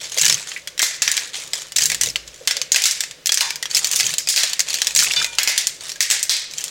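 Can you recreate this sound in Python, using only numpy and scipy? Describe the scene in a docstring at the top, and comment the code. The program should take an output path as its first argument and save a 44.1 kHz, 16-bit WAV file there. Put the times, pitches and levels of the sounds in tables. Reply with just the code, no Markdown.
"""Kitchen stove: two hands break dry lasagne sheets over a steel pot of sauce.
Sheets snap, and two duller cracks knock, into limiter and room; edges chip, the stack crumbles. Each break is
a decaying noise tear plus short random modes and room echoes. Between them, pieces grind (slip noise) and
tick in the fist, contacts knock at their own pitch (filtered bursts) and shards ring the pot (sine modes).
Below lie a rumble that swells in the crunches, a wavering hum and kitchen air."""
import sys
import numpy as np
from scipy import signal
from scipy.fft import rfft, irfft, next_fast_len
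from scipy.io import wavfile
from scipy.ndimage import uniform_filter1d, minimum_filter1d, map_coordinates

SR = 44100
rng = np.random.default_rng(int(sys.argv[2]) if len(sys.argv) > 2 else 0)


def log_audio(samples):
    """Write samples as a 16-bit WAV file to the path given in sys.argv[1]."""
    # one column per channel
    frames = np.atleast_2d(samples).T
    # limit to full scale, then quantise
    limited = np.clip(frames, -1, 1)
    pcm = np.round(limited * 32767).astype(np.int16)
    wavfile.write(sys.argv[1], SR, pcm)


N = 295508

# Sheet snaps and two duller knocking cracks (near 1.08 and 1.18 s), each with its own resonance:
# [t/s, level before limiter/dB, brightness/(dB/oct, less 2.5 in fracture), resonance f/Hz]
SNAPS_AND_KNOCKS = [(0.8187, 5.5, 3, 1920), (1.02, -3, -1.5, 6600), (1.0777, -9, -4, 1700),
                    (1.1773, -13, -4.5, 1750), (2.4744, -5, -2, 3300), (2.719, -3, 2, 6800),
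                    (2.7603, 0, -0.5, 2510), (2.839, -9, 1, 3560), (2.8557, 3.5, -0.5, 6800),
                    (3.0063, -12.5, 0, 7560), (3.32, -7, 0.5, 5700), (3.374, -6.5, -1.5, 5640),
                    (3.408, -2, -0.5, 1670), (4.183, -10.5, 3.5, 5200), (4.288, 4, 4.5, 5030),
                    (4.362, 4.5, 0.5, 5700), (4.3772, 3, -1, 4300), (5.385, -2.5, -3.5, 2200),
                    (5.475, 5, -0.5, 2100), (5.578, -3.5, 2, 3600), (5.67, -11.5, 3, 8350),
                    (6.006, 0.5, 0.5, 2060), (6.111, 4, 1, 2040), (6.295, 9.5, 0.5, 4230)]
# Single edges chip: [t/s, level/dB, brightness/(dB/oct, less 2.5 in fracture)]
EDGE_CRACKS = [(0.185, -13.5, 0.5), (0.2144, -11, 0.5), (0.2535, -10, 3), (0.281, -12.5, 1),
               (0.298, -7, -3), (0.309, -23, -7), (0.517, -26, -8), (0.674, -21, -2), (0.7782, -24.5, -1.5),
               (0.7934, -12, -0.5), (0.807, -25, -6.5), (0.8283, -1, -4), (1.116, -12, 6),
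               (1.168, -14, 0.5), (1.534, -14.5, -2), (1.721, -25, 0.5), (1.7636, -10, 2.5),
               (1.785, -10, -1.5), (1.808, -15.5, 1), (1.821, -11, -1), (1.839, -17, 6), (1.8565, -4, 4.5),
               (1.9, -12.5, -1.5), (1.918, -12.5, -2.5), (1.946, -15, 1), (2.012, -7.5, 3), (2.0347, -9, 2),
               (2.1584, -14.5, -4.5), (2.277, -32, -1.5), (2.5104, -12, -2.5), (2.568, -17, -2.5),
               (2.6157, -15, -1.5), (2.745, -12, -4), (2.82, -12.5, 3), (2.911, -5.5, 4.5),
               (3.037, -21, -4.5), (3.111, -28, -1.5), (3.259, -13.5, 1.5), (3.27, -10.5, 4),
               (3.293, -13, -4), (3.343, -12, 4.5), (3.5055, -18, -0.5), (3.5577, -21, 1.5),
               (3.627, -16.5, -2), (3.656, -20.5, -5.5), (3.768, -9, 5.5), (3.845, -12.5, 0.5),
               (3.871, -16.5, 5.5), (3.914, -14, 7), (3.96, -6, 6.5), (3.999, -12, -1), (4.007, -10, 0),
               (4.139, -17, -1), (4.273, -17.5, -3.5), (4.4338, -4, -0.5), (4.533, -16.5, -0.5),
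               (4.5943, -11.5, 0), (4.604, -10.5, -0.5), (4.704, -19, 1), (4.742, -14.5, 0.5),
               (4.818, -9.5, -2), (4.87, -11.5, -0.5), (4.9621, -4.5, 0.5), (4.99, -7, 0),
               (5.136, -17, -3.5), (5.245, -13.5, -2.5), (5.432, -12, 10), (5.8938, -24.5, -1),
               (5.918, -24.5, -1), (5.958, -29.5, -3), (6.0263, -12, 6), (6.1017, -12, 0), (6.229, -7, 7),
               (6.6404, -17, 6.5)]
# Dense runs of tiny cracks: [start t/s, length/s, starting level/dB, added tilt/(dB/oct), low thud level/dB]
STACK_CRUNCHES = [(0.167, 0.038, -19, -4, -58), (0.2126, 0.14, -16.5, -2.5, -43.5),
                  (1.7607, 0.18, -20.5, -2, -43), (2.011, 0.096, -23.5, -3.5, -43.5),
                  (3.748, 0.046, -16.5, 0, -60), (3.926, 0.091, -18, 0.5, -54),
                  (4.03, 0.09, -20.5, -2.5, -48), (4.95, 0.017, -14.5, -2.5, -56),
                  (4.97, 0.094, -14.5, 1, -50), (5.163, 0.07, -26, -7.5, -47.5),
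                  (6.583, 0.038, -25.5, -1, -76)]
# Pieces slide over each other: [start t/s, length/s, level/dB]
HAND_RUBS = [(0, 0.063, -32), (0.11, 0.31, -32.5), (0.46, 0.098, -36.5), (1.08, 0.16, -32.5),
             (1.33, 0.068, -30), (1.42, 0.25, -47), (1.54, 0.047, -30.5), (2.26, 0.31, -48),
             (3.69, 0.43, -29), (4.41, 0.1, -31), (4.66, 0.24, -30), (4.97, 0.26, -26.5),
             (5.32, 0.015, -35), (5.8, 0.1, -34), (6.5, 0.27, -37)]
# Pieces and knuckles knock in the pot: [t/s, level/dB, pitch f/Hz, t60/s]
POT_KNOCKS = [(.168, -20.5, 534, 0.056), (0.562, -25.5, 2170, 0.12), (0.799, -13, 1930, 0.057),
              (2.07, -36, 475, 0.12), (2.408, -36.5, 504, 0.17), (2.55, -38.5, 515, 0.48),
              (3.41, -26.5, 970, 0.36), (4.433, -21.5, 580, 0.062), (5.007, -27, 7200, 0.037),
              (5.024, -22.5, 1460, 0.1), (5.0683, -15.5, 2540, 0.046), (5.1065, -10, 2560, 0.041),
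              (5.215, -15, 1550, 0.031)]
# Shards strike the pot wall: [t/s, level/dB]
SHARD_HITS = [(3.411, -36), (5.16, -27)]
# Pot modes: [f/Hz, level re hit/dB, t60/s]
POT_MODES = [(930, -24, 1.9), (1470, -8, 0.61), (1825, -14, 0.55), (2403, -7, 0.64), (2937, -4.5, 0.28),
             (3555, 3.5, 0.26), (4030, 1, 0.19), (4690, 7.5, 0.1)]
# Low hum swells: [start t/s, length/s, level/dB]
HUM_SWELLS = [(1.78, 0.52, -50.5), (4.85, 0.53, -58)]
# Relative spectra of breaks, sliding, rumble, air and room tail: [f/Hz, level/dB]
SHEET_SPECTRUM = [(90, -30.5), (300, -29), (550, -18), (1200, -18), (1800, -8), (3000, -3), (5000, 3),
                  (7200, 5), (9500, -3.5), (12500, -9.5), (16000, -11.5)]
SCRAPE_SPECTRUM = [(150, -24.5), (500, -6), (1450, -3), (1830, 0), (2150, 0.5), (3500, 5.5), (5200, 3.5),
                   (7000, 5.5), (10000, -6.5), (14000, -21.5)]
THUD_SPECTRUM = [(20, -42), (110, -2.5), (155, 4), (220, -12.5), (500, -9.5), (1200, -25)]
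AIR_SPECTRUM = [(20, 2), (110, -9.5), (550, 8), (800, -4.5), (2200, 0.5), (6000, -1), (16000, -24)]
ROOM_SPECTRUM = [(200, -8), (1400, 0), (2100, 2.5), (2800, -1.5), (3700, -0.5), (8000, -2.5), (15000, 4)]
# Room decay: [f/Hz, t60/s]
ROOM_T60 = [(200, 0.36), (2000, 0.45), (8000, 0.33), (15000, 0.13)]

TOP_HZ = 16000
CRUMB_S, CRUMB_DB = 0.15, -19  # crumbs after a snap or knock: time span, first level re that break
CRUNCH_GAP_S, CRUNCH_FADE_DB, CRUNCH_SCATTER_DB = 0.0065, 7.5, 4.5  # mean gap, loss over run, size std
ATTACK_S, RELEASE_DB_PER_S = 0.012, 232  # swell of rubs, thuds and hum
TICK_GAP_S, TICK_DB, TICK_SCATTER_DB = 0.018, 5, 9  # slot, offset re rub gain, size scale
RUMBLE_REST_DB, HUM_REST_DB = -57, -65.5  # between swells, before the rumble's wobble


def snaps(body_db=5, body_octaves=0.17, count=9):
    """Sheets snap, and two duller cracks knock, each with its own resonance and echoes; crumbs follow."""
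    track = np.zeros(N)
    crumbs = shards(tilt=2.5, tilt_spread=3.1, count=count)
    for s, db, tilt, body_hz in SNAPS_AND_KNOCKS:
        body = lambda hz: body_db / (1 + (np.log2((hz + 1) / body_hz) / body_octaves) ** 2)
        echo = echoes(wall_db=-6.0, room_db=-6.5)
        snap = fracture(tilt, tear_t60=0.013, ring_t60=0.013, ring_db=-5.5, echo=echo, body=body)
        add(track, s, amp(db) * snap)
        for crumb, late in zip(crumbs, rng.random(count)):
            add(track, s + CRUMB_S * late, amp(db + CRUMB_DB - 20 * late) * crumb)
    return track


def fracture(tilt, tear_t60, ring_t60, ring_db, echo, count=16, body=lambda hz: 0):
    """A crack tears through as fast-decaying noise; the freed piece rings briefly in random modes."""
    t = np.arange(SR // 12) / SR
    tear = rng.standard_normal(len(t)) * amp(-60 * t / tear_t60)
    mode_hz = 1600 * 5.1 ** rng.random((count, 1))
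    mode_t60 = ring_t60 * (.5 + rng.random((count, 1)))
    modes = np.sin(2 * np.pi * mode_hz * t) * amp(-60 * t / mode_t60)
    ring = np.sum(rng.standard_normal((count, 1)) * modes, axis=0)
    direct = unit(tear) + amp(ring_db) * unit(ring)
    # echoes gather sound radiated all round: they share only the broad colour
    burst = echo + np.pad(direct / np.linalg.norm(direct), (0, len(echo) - len(t)))
    # no two pieces are alike
    humps = np.column_stack([np.geomspace(1000, TOP_HZ, num=40), 2 * rng.standard_normal(40)])

    def colour(hz):
        slope_db = (tilt - 2.5) * np.log2(np.clip(hz, 1600, 9000) / 4000)
        return along(SHEET_SPECTRUM, hz) + along(humps, hz) + body(hz) + slope_db

    power = np.mean(amp(colour(np.linspace(0, SR / 2, num=200))) ** 2)
    return coloured(burst, colour) * np.sqrt(SR // 250 / power)  # level referred to 4 ms


def shards(tilt, tilt_spread, count):
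    """Tiny dry breaks inside the fist, some duller and some brighter."""
    sounds = []
    for _ in range(count):
        shard_tilt = tilt + tilt_spread * rng.standard_normal()
        echo = echoes(wall_db=-5.0, room_db=-17.5)
        sounds.append(fracture(shard_tilt, tear_t60=0.012, ring_t60=0.03, ring_db=-1.5, echo=echo, count=7))
    return sounds


def cracks():
    """Single edges chip off."""
    track = np.zeros(N)
    for s, db, tilt in EDGE_CRACKS:
        add(track, s, amp(db) * chip(tilt))
    return track


def chip(tilt):
    """A small break with few modes, half shielded by the hands: less room echo than a snap."""
    echo = echoes(wall_db=-7.0, room_db=-11)
    return fracture(tilt, tear_t60=0.014, ring_t60=0.048, ring_db=-7.0, echo=echo, count=9)


def crunches(jitter=0.45, count=36):
    """One crack follows another at uneven intervals, weaker on average as the strain is spent."""
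    track = np.zeros(N)
    sounds = shards(tilt=2.86, tilt_spread=2.37, count=23)
    for row, (start, length, db, tilt, _) in enumerate(STACK_CRUNCHES):
        run = np.zeros(SR // 2)
        for k, (size, slip) in enumerate(rng.standard_normal((count, 2))):
            delay = CRUNCH_GAP_S * abs(k + jitter * slip * (k > 0))
            if delay < length:
                level_db = db - CRUNCH_FADE_DB * delay / length + CRUNCH_SCATTER_DB * size
                add(run, delay, amp(level_db) * sounds[(row * count + k) % len(sounds)])
        add(track, start, coloured(run, lambda hz: tilt * np.log2(np.clip(hz, 1600, 9000) / 5000)))
    return track


def grinding(hiss_db=-5):
    """Rough faces slide in tiny dry slips over a fine hiss; changing contacts shift the colour."""
    slips_per_s, spread_db, slip_t60, patchy_db = 700, 5, .012, 3
    sizes = amp(spread_db * np.minimum(rng.exponential(size=N), 3))
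    slips = (rng.random(N) < slips_per_s / SR) * sizes
    slip_decay = amp(-60 * np.arange(SR // 50) / SR / slip_t60)
    chatter = signal.fftconvolve(slips ** 2, slip_decay ** 2)[:N]  # slip powers add
    rub = (unit(np.sqrt(np.abs(chatter))) + amp(hiss_db)) * rng.standard_normal(N)
    z = signal.stft(rub, nperseg=256)[2]
    patches = uniform_filter1d(rng.standard_normal(z.shape), size=5, axis=0)  # over frequency
    patches = uniform_filter1d(patches, size=9, axis=1)  # over time
    rub = signal.istft(z * amp(patchy_db * unit(patches)), nperseg=256)[1][:N]
    scrape = unit(coloured(rub, lambda hz: along(SCRAPE_SPECTRUM, hz)))
    grit = scrape * swells(HAND_RUBS) * amp(0.42 * wobble(35))
    return grit + signal.fftconvolve(grit, echoes(wall_db=-37, room_db=-10.5))[:N]


def ticks(count=13):
    """Edges of sliding pieces catch and click, louder in a louder rub."""
    track, pressure = np.zeros(N), swells(HAND_RUBS)
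    sounds = shards(tilt=0.57, tilt_spread=1.8, count=count)
    for k, (slip, size, pick) in enumerate(rng.random(size=(400, 3))):
        s = (k + slip) * TICK_GAP_S
        if s * SR < N:
            gain = pressure[int(s * SR)] * amp(TICK_DB + TICK_SCATTER_DB * (2 * size - 1.5))
            add(track, s, gain * sounds[int(pick * count)])
    return track


def drops(width_octaves=.22):
    """Contacts in the pot: decaying noise peaked at a pitch, from hollow pat to short clack."""
    track, t = np.zeros(N), np.arange(SR // 3) / SR
    for s, db, pitch_hz, t60 in POT_KNOCKS:
        hollow = lambda hz: -20 * np.log10(1 + (np.log2((hz + 1) / pitch_hz) / width_octaves) ** 2)
        knock = unit(coloured(rng.standard_normal(len(t)), hollow))
        add(track, s, knock * amp(db - 60 * t / t60))
    return track


def pot(waver_rad=0.58):
    """The steel wall rings in unsteady modes, damped by the sauce; the room takes it up."""
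    track, t = np.zeros(N), np.arange(SR // 2) / SR
    onset = 1 - np.exp(-t / 0.00076)
    for s, db in SHARD_HITS:
        for hz, mode_db, t60 in POT_MODES:
            ring = np.sin(2 * np.pi * hz * t + waver_rad * wobble(96, count=len(t)))
            add(track, s, amp(db + mode_db - 60 * t / t60) * onset * ring)
    return track + signal.fftconvolve(track, echoes(wall_db=6.5, room_db=-13))[:N]


def background(hum_hz=56):
    """Dull rumble swells as the hands bear down in crunches; a low hum wavers over kitchen air."""
    thuds = swells([(s, length, thud_db) for s, length, _, _, thud_db in STACK_CRUNCHES])
    rumble = noise(THUD_SPECTRUM) * amp(0.5 + 0.47 * wobble(8.9)) * (amp(RUMBLE_REST_DB) + thuds)
    hum_phase = 2 * np.pi * hum_hz * np.arange(N) / SR + 0.65 * wobble(4.7)
    hum = np.sin(hum_phase) * (amp(HUM_REST_DB) + swells(HUM_SWELLS))
    return rumble + hum + amp(-48.0) * noise(AIR_SPECTRUM)


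def echoes(wall_db, room_db):
    """Pot, hands and stove answer within milliseconds, then the room rings; new draw per call."""
    hz, t, z = signal.stft(rng.standard_normal(SR // 3), SR, nperseg=256)
    fade = amp(along(ROOM_SPECTRUM, hz)[:, None] - 60 * t / along(ROOM_T60, hz)[:, None])
    tail = signal.istft(z * fade, SR, nperseg=256)[1]
    t = np.arange(len(tail)) / SR
    tail = tail * (1 - np.exp(-t / 0.0024))
    # cubing makes the early reflections sparse
    walls = rng.standard_normal(len(t)) ** 3 * amp(-60 * t / 0.036) * (1 - np.exp(-t / 0.0084))
    return amp(wall_db) * walls / np.linalg.norm(walls) + amp(room_db) * tail / np.linalg.norm(tail)


def swells(rows):
    """Gain of (start s, length s, dB) strokes: each builds up, holds and dies away."""
    gain, t = np.zeros(N), np.arange(SR * 2 // 3) / SR
    for s, length, db in rows:
        release_db = RELEASE_DB_PER_S * np.maximum(t - length, 0)
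        add(gain, s, np.minimum(t / ATTACK_S, 1) * amp(db - release_db))
    return gain


def amp(db):
    """Decibels to gain."""
    return 10 ** (np.asarray(db) / 20)


def unit(x):
    """Scale to rms 1."""
    return x / np.sqrt(np.mean(x ** 2) + 1e-20)


def along(points, hz):
    """(Hz, value) points read on a log-frequency axis."""
    f, v = np.transpose(points)
    return np.interp(np.log(hz + 1), np.log(f + 1), v)


def wobble(rate, count=N):
    """A smooth random curve with rate knots a second."""
    knots = rng.standard_normal(count // 20)
    return map_coordinates(knots, [np.arange(count) * rate / SR], mode="wrap")


def coloured(x, gain_db):
    """Causal minimum-phase filter, via the folded cepstrum, with gain_db a function of Hz."""
    m = 2 * next_fast_len(len(x) // 2 + SR // 20)
    cepstrum = irfft(np.log(amp(gain_db(np.fft.rfftfreq(m, 1 / SR)))))
    cepstrum[1:m // 2] *= 2
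    cepstrum[m // 2 + 1:] = 0
    return irfft(rfft(x, m) * np.exp(rfft(cepstrum)))[:len(x)]


def noise(spectrum):
    """Noise of rms 1 with the given spectrum."""
    return unit(coloured(rng.standard_normal(N), lambda hz: along(spectrum, hz)))


def add(track, s, sound):
    """Mix a sound into the track at s seconds."""
    part = track[max(0, round(s * SR)):][:len(sound)]
    part += sound[:len(part)]


def scene():
    """Sum of all sources in one channel."""
    breaks = snaps() + cracks() + crunches()
    handling = grinding() + ticks() + drops() + pot()
    return (breaks + handling + background())[None]


def released(over_db, db_per_s):
    """Hold each peak of a dB curve and let it fall at a steady speed."""
    ramp = db_per_s * np.arange(N) / SR
    return np.maximum.accumulate(over_db + ramp) - ramp


def record(dry, ceiling_db=-0.13, slow_share=0.36):
    """A limiter ducks at peaks over the ceiling, recovers fast and slow; then the band limit."""
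    over_db = np.maximum(20 * np.log10(np.abs(dry[0]) + 1e-9) - ceiling_db, 0)
    fast_db = released(over_db, db_per_s=1800)
    slow_db = released(over_db, db_per_s=116)
    duck_db = (1 - slow_share) * fast_db + slow_share * slow_db
    gain_db = uniform_filter1d(minimum_filter1d(-duck_db, size=31), size=45)  # looks ahead under 1 ms
    limited = np.clip(dry * amp(gain_db), -1, 1)
    m = next_fast_len(N + SR // 10)
    passband = np.fft.rfftfreq(m, 1 / SR) < TOP_HZ
    return irfft(rfft(limited, m) * passband, m)[:, :N]


dry = scene()
out = record(dry)
log_audio(out)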